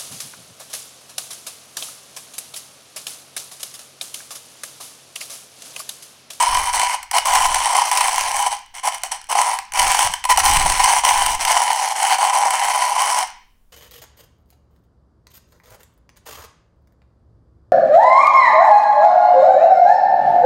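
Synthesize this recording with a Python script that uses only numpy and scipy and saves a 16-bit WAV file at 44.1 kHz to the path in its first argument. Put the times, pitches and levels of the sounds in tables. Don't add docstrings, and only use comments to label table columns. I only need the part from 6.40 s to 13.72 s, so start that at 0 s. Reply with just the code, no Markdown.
import sys
import numpy as np
from scipy import signal
from scipy.fft import rfft, irfft
from scipy.io import wavfile
from scipy.ndimage import uniform_filter1d

SR = 44100
rng = np.random.default_rng(int(sys.argv[2]) if len(sys.argv) > 2 else 0)


def output_pcm(signal):
    pcm = np.clip(np.atleast_2d(signal).T, -1, 1) * 32767
    wavfile.write(sys.argv[1], SR, np.round(pcm).astype(np.int16))


N = 322812
TIME = np.arange(N) / SR

# start_s, end_s, crunch_db, sag_db, barrel_db
CRANK_PUSHES = [(-.03, 0.3, -23, 2.5, 2), (0.327, 0.551, -22.5, 7, 0.5), (0.729, 0.783, -20, -3, 2.5),
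                (0.849, 1.061, -19.5, .5, 2), (1.071, 1.424, -23, -6, 3), (1.437, 1.497, -25, 4.5, -1),
                (1.507, 1.834, -21.5, 2, 1), (1.844, 2.077, -25, -3, 2.5), (2.107, 2.153, -25.5, 10, 0.5),
                (2.338, 2.393, -33.5, 0, -5.5), (2.429, 2.484, -22.5, -2, 2.5),
                (2.515, 2.552, -28, 0.5, -1.5), (2.636, 2.67, -29.5, 13, -2.5),
                (2.711, 2.772, -31, 16, -1.5), (2.887, 2.929, -22, -6.5, 2.5),
                (2.949, 3.163, -24.5, 7, 5.5), (3.342, 3.674, -18.5, -0.5, 0), (3.704, 3.749, -34, -1, -3),
                (3.887, 3.923, -14.5, 6, 2.5), (3.972, 4.006, -15.5, 3, -5.5),
                (4.03, 4.169, -16.5, 2.5, -.5), (4.181, 4.384, -21, 1, -1), (4.389, 4.592, -18.5, 0, 1.5),
                (4.636, 4.953, -20.5, 8, 2), (4.99, 5.067, -23, 6, -3.5), (5.07, 5.221, -20.5, 6, 1),
                (5.218, 5.526, -23.5, 1, 2), (5.549, 5.749, -21.5, -7, -0.5), (5.779, 5.907, -22, 1, 4),
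                (5.923, 6.088, -23.5, 2.5, 6.5), (6.097, 6.319, -23, -2.5, 2.5),
                (6.331, 6.559, -24, 3.5, 4.5), (6.57, 6.833, -22.5, 2, 3.5)]
# start_s, level_db
BURR_SLIPS = [(.29, -14), (.43, -1.5), (1.045, -8), (1.352, -1.5), (1.416, -1.5), (1.514, -5.5),
              (1.609, -3.5), (2.064, -5.5), (2.953, -3.5), (3.852, -9.5), (3.894, -6.5), (3.978, -0.5),
              (4.207, -5), (4.259, 0.5), (4.399, 1.5), (4.635, -5.5), (5.165, -0.5), (5.304, -5.5),
              (5.393, -6.5), (5.929, -7), (6.357, -7), (6.561, -4)]


def grinding(burrs, barrel, teeth, crunch_db, barrel_db, fine_db, teeth_db, teeth_steepness):
    coarse = fractures(per_s=700, spread_db=3.5, crumble_s=0.00038, dust=0.69)
    coarse = uniform_filter1d(coarse, size=2)
    fine = np.diff(fractures(per_s=420, spread_db=4.0, crumble_s=0.0003, dust=0.25), prepend=0)
    force = coarse + gain_of(fine_db) * fine
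    crunch, hollow = np.zeros((2, N))
    for start, end, level_db, sag_db, hollow_db in CRANK_PUSHES:
        load = gain_of(level_db) * crank_push(start, end, sag_db)
        crunch += load * gain_of(crunch_db)
        hollow += load * gain_of(hollow_db + barrel_db)
    singing = gain_of(teeth_db) * (crunch / crunch.max()) ** teeth_steepness
    out = np.zeros(N)
    for envelope, body in (crunch, burrs), (hollow, barrel), (singing, teeth):
        out += envelope * steadied(signal.oaconvolve(force, body)[:N], span_s=0.096)
    return out * tooth_bites() * hesitation(depth_db=-1.5, hold_s=0.02)


def fractures(per_s, spread_db, crumble_s, dust):
    strength = gain_of(spread_db * np.minimum(rng.exponential(1, N), 4))
    breaks = strength * (rng.random(N) < per_s / SR)
    pole = np.exp(-1 / (crumble_s * SR))
    clusters = signal.lfilter([1], np.poly([pole, pole]), breaks ** 2)
    activity = abs(uniform_filter1d(clusters, size=40))
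    snaps = rng.standard_normal(N) * (rng.random(N) < 0.4)
    return snaps * np.sqrt(activity / activity.mean() + dust ** 2)


def crank_push(start, end, sag_db, attack_s=0.0084, release_s=0.0065, coast_s=0.035, coast_share=0.21):
    progress = np.clip((TIME - start) / (end - start), 0, 1)
    attack = 1 - np.exp(-np.maximum(TIME - start, 0) / attack_s)
    after = np.maximum(TIME - end, 0)
    release = (1 - coast_share) * np.exp(-after / release_s) + coast_share * np.exp(-after / coast_s)
    return attack * release * gain_of(sag_db * (0.5 - progress))


def tooth_bites(per_s=9.3, depth_db=1.54, jitter=0.25):
    wander = unit_rms(uniform_filter1d(rng.standard_normal(N), size=4000))
    rate = per_s * (1 + jitter * wander)
    return gain_of(depth_db * np.sin(2 * np.pi * np.cumsum(rate) / SR))


def hesitation(depth_db, hold_s):
    caught = np.zeros(N)
    for s, _ in BURR_SLIPS:
        caught[(TIME > s - hold_s) & (TIME < s)] = 1
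    return gain_of(depth_db * uniform_filter1d(caught, size=130))


def cracks(burrs, barrel, teeth, crack_db, barrel_db, teeth_db, crumble_s):
    # start_s, level_db
    bean_splits = [(0.0252, -1), (.1494, -4), (.335, -4), (0.396, 0), (0.6287, -13), (.7119, -1),
                   (0.7825, 3.5), (0.855, -0.5), (.954, 4), (1.045, -1.5), (1.1436, 0.5), (1.3507, -7),
                   (1.514, 1.5), (1.573, 1.5), (1.607, -0.5), (1.8094, 0.5), (1.9153, -7), (1.9659, -2),
                   (2.0622, -8), (2.6345, -2), (2.7171, -5), (2.9512, -19.5), (3.015, 1.5), (3.1876, -2.5),
                   (3.3207, -12.5), (3.336, -6), (3.3938, 4.5), (3.7371, -0.5), (3.8398, -3.5),
                   (3.8511, -3), (3.903, 3.5), (3.9611, -6.5), (3.9736, 4.5), (4.1684, 3), (4.3195, -1),
                   (4.441, 6), (4.6491, 4), (4.8615, 2), (5.0505, 1.5), (5.1173, 1.5), (5.4004, -13),
                   (6.105, 0)]
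    out = np.zeros(N)
    for (s, db), (hard, tough) in zip(bean_splits, rng.random((len(bean_splits), 2))):
        crack = burst(burrs, crumble_s * (0.5 + tough), rise_s=0.0011, hardness=0.52 * hard)
        add(out, s, gain_of(db + crack_db) * crack)
        add(out, s, gain_of(db + barrel_db) * burst(barrel, crumble_s=0.0053, rise_s=0.0027))
        add(out, s, gain_of(db + teeth_db) * burst(teeth, crumble_s=0.0009, rise_s=0.0005))
    return out


def knocks(burrs, barrel, knock_db, grit_db):
    out = np.zeros(N)
    for s, db in BURR_SLIPS:
        add(out, s, gain_of(db + knock_db) * burst(barrel, crumble_s=0.0017, rise_s=0.0029))
        add(out, s, gain_of(db + grit_db) * burst(burrs, crumble_s=0.0037, rise_s=0.012))
    return out


def settling(burrs, per_s, level_db, spread_db, fade_db_per_s, span_s):
    out = np.zeros(N)
    for _, end, *_ in CRANK_PUSHES:
        for when, softness in rng.random((round(per_s * span_s), 2)):
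            delay_s = when * span_s
            tick = burst(burrs, crumble_s=0.00094, rise_s=0.00022, hardness=0.22)
            tick_db = level_db - spread_db * softness - fade_db_per_s * delay_s
            add(out, end + delay_s, gain_of(tick_db) * tick)
    return out


def burst(body, crumble_s, rise_s, hardness=0, size=1500):
    t = np.arange(size) / SR
    force = rng.standard_normal(size) * (1 - np.exp(-t / rise_s)) * np.exp(-t / crumble_s)
    sound = signal.fftconvolve(signal.lfilter([1, -hardness], [1], force), body)
    return sound / abs(sound).max()


def ringing(modes, low_hz, size=4096):
    hz = abs(np.fft.fftfreq(size, 1 / SR))
    power = sum((gain_of(db) / (1 + (2 * (hz - f) / width) ** 2)) ** 2 for f, width, db in modes)
    log_gain = np.log(np.sqrt(power) * hz ** 2 / (hz ** 2 + low_hz ** 2) + 1e-4)
    minimum_phase = np.exp(np.conj(signal.hilbert(log_gain)))
    response = np.fft.ifft(minimum_phase).real[:size // 2]
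    return response / np.linalg.norm(response)


def shading(x, depth_db, span_s):
    # time_s, low_over_high_db
    barrel_balance = [(0, -7), (.7, -0.5), (1.5, -3.5), (2.2, 5), (2.7, 4.5), (3.5, 0), (4.2, 0), (5, 0.5),
                      (5.6, 11.5), (6.1, 5), (6.8, 0)]
    hz, frame_s, spectrum = signal.stft(x, SR, nperseg=512)
    drift = rng.standard_normal(spectrum.shape)
    for _ in range(2):
        drift = uniform_filter1d(drift, size=11, axis=0)
        drift = uniform_filter1d(drift, size=max(round(span_s / frame_s[1]), 1), axis=1)
    beaming = hz / (hz + 1500)
    flare_db = depth_db * beaming[:, None] * unit_rms(drift)
    seesaw = np.interp(hz, [620, 740, 850, 980, 1080, 1300], [0, 0.5, 0.5, -0.5, -0.5, 0])
    balance_db = np.outer(seesaw, np.interp(frame_s, *np.transpose(barrel_balance)))
    return signal.istft(spectrum * gain_of(flare_db + balance_db), SR)[1][:N]


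def stirred_air(level_db, buffet_db, steepness):
    # middle_s, level_db, half_length_s
    arm_sweeps = [(0.167, -35, 0.079), (0.336, -47, 0.12), (1.07, -37, .15), (1.81, -49, 0.22),
                  (3.45, -34.5, .07), (3.67, -44.5, 0.077), (4.202, -27, 0.2), (4.87, -36.5, 0.21)]
    # frequency_hz, density_db
    rumble_spectrum = [(10, 2.5), (25, 1), (45, -6), (80, -12), (125, -21), (170, -34), (250, -41.5),
                       (600, -64)]
    # frequency_hz, density_db
    buffet_spectrum = [(30, -27), (80, -2), (150, -10.5), (270, -3), (400, -7.5), (800, -35.5)]
    flow = sum(gain_of(db) * np.exp(-((TIME - s) / half_s) ** 2) for s, db, half_s in arm_sweeps)
    flow += gain_of(-60)
    rumble = gain_of(level_db) * flow * steadied(noise(rumble_spectrum), span_s=0.43)
    buffet = gain_of(buffet_db) * (flow / flow.max()) ** steepness * noise(buffet_spectrum)
    return rumble + buffet


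def hand_thumps(swell_s):
    # start_s, peak_db, pitch_hz
    thumps = [(3.645, -34, 99), (3.691, -44, 171), (4.162, -27.5, 145), (4.246, -30.5, 160)]
    out, t = np.zeros(N), np.arange(SR // 8) / SR
    envelope = t / swell_s * np.exp(1 - t / swell_s)
    for s, db, hz in thumps:
        add(out, s, gain_of(db) * envelope * np.sin(2 * np.pi * hz * t))
    return out


def room(x, size=16384):
    hop = size // 2
    out, padded = x.copy(), np.pad(x, (hop, size))
    crossfade = np.sqrt(signal.windows.hann(size, sym=False))
    for start in range(0, N + hop, hop):
        response = reflections(early_db=-13.0, early_s=0.0081, tail_db=-11.5)
        echoes = signal.fftconvolve(padded[start:start + size] * crossfade, response)
        add(out, (start - hop) / SR, echoes[max(hop - start, 0):])
    return out


def reflections(early_db, early_s, tail_db, size=20000):
    # frequency_hz, t60_s
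    decay_times = [(400, 0.21), (1000, 0.41), (2800, 0.54), (6000, 0.41), (9000, 0.23), (15000, 0.18)]
    t = np.arange(size) / SR
    early = rng.standard_normal(size) * (rng.random(size) < 2000 / SR)
    early *= (t > 0.0003) * np.exp(-t / early_s)
    hz, frame_s, spectrum = signal.stft(rng.standard_normal(size) * (t > 0.01), SR, nperseg=256)
    decay = gain_of(-60 * frame_s / curve_at(decay_times, hz)[:, None])
    tail = signal.istft(spectrum * decay, SR)[1][:size]
    early = gain_of(early_db) * early / np.linalg.norm(early)
    return early + gain_of(tail_db) * tail / np.linalg.norm(tail)


def room_tone(level_db):
    # frequency_hz, density_db
    tone_spectrum = [(25, 10.5), (90, -15.5), (180, -9), (235, -5), (310, -14), (460, -14.5), (1000, -18.5),
                     (4000, -29.5), (15000, -26)]
    return gain_of(level_db) * noise(tone_spectrum)


def noise(spectrum):
    colour = gain_of(curve_at(spectrum, np.fft.rfftfreq(N, 1 / SR)))
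    return unit_rms(irfft(rfft(rng.standard_normal(N)) * colour, N))


def steadied(x, span_s):
    window = np.hanning(int(span_s * SR))
    power = abs(signal.fftconvolve(x ** 2, window / window.sum(), 'same'))
    return x / np.sqrt(power + 1e-9)


def gain_of(db):
    return 10 ** (np.asarray(db) / 20)


def unit_rms(x):
    return x / np.sqrt(np.mean(x ** 2) + 1e-20)


def curve_at(points, hz):
    f, value = np.transpose(points)
    return np.interp(np.log(hz + 1), np.log(f + 1), value)


def add(mix, start_s, sound):
    part = mix[max(round(start_s * SR), 0):][:len(sound)]
    part += sound[:len(part)]


def scene():
    # pitch_hz, width_hz, level_db
    burr_modes = [(1480, 800, -1.5), (2122, 825, 4), (2907, 660, -1.5), (3036, 200, 5), (3410, 1100, -9),
                  (4345, 760, -4), (5234, 890, -3.5), (5830, 740, -0.5), (6370, 810, -3.5), (8530, 2260, 0),
                  (9920, 1370, -3.5), (13000, 1400, -19), (14300, 2400, -17)]
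    # pitch_hz, width_hz, level_db
    barrel_modes = [(615, 67, -12.5), (764, 117, -3), (825, 144, 0), (966, 176, 0.5), (994.5, 66.4, 4)]
    # pitch_hz, width_hz, level_db
    teeth_modes = [(13500, 2200, -5), (14020, 2000, 7.5)]
    burrs = ringing(burr_modes, low_hz=330)
    barrel = ringing(barrel_modes, low_hz=619)
    teeth = ringing(teeth_modes, low_hz=3000)
    grinder = grinding(burrs, barrel, teeth, crunch_db=-0.96, barrel_db=-0.1, fine_db=-2.5,
                       teeth_db=-29, teeth_steepness=2.7)
    grinder += cracks(burrs, barrel, teeth, crack_db=-6, barrel_db=-17.5, teeth_db=-32, crumble_s=0.0023)
    grinder += knocks(burrs, barrel, knock_db=-4.0, grit_db=-11.0)
    grinder += settling(burrs, per_s=28, level_db=-21, spread_db=7.5, fade_db_per_s=52, span_s=0.11)
    heard = room(shading(grinder, depth_db=1.42, span_s=0.082))
    handling = stirred_air(level_db=3.2, buffet_db=-39.0, steepness=1.42) + hand_thumps(swell_s=0.0092)
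    return (heard + handling + room_tone(level_db=-61))[None]


def record(dry):
    edge_hz = 15950
    low_pass = signal.firwin(511, edge_hz, window=("kaiser", 8), fs=SR)
    return signal.oaconvolve(np.clip(dry, -1, 1), low_pass[None], "same")


dry = scene()
out = record(dry)
output_pcm(out)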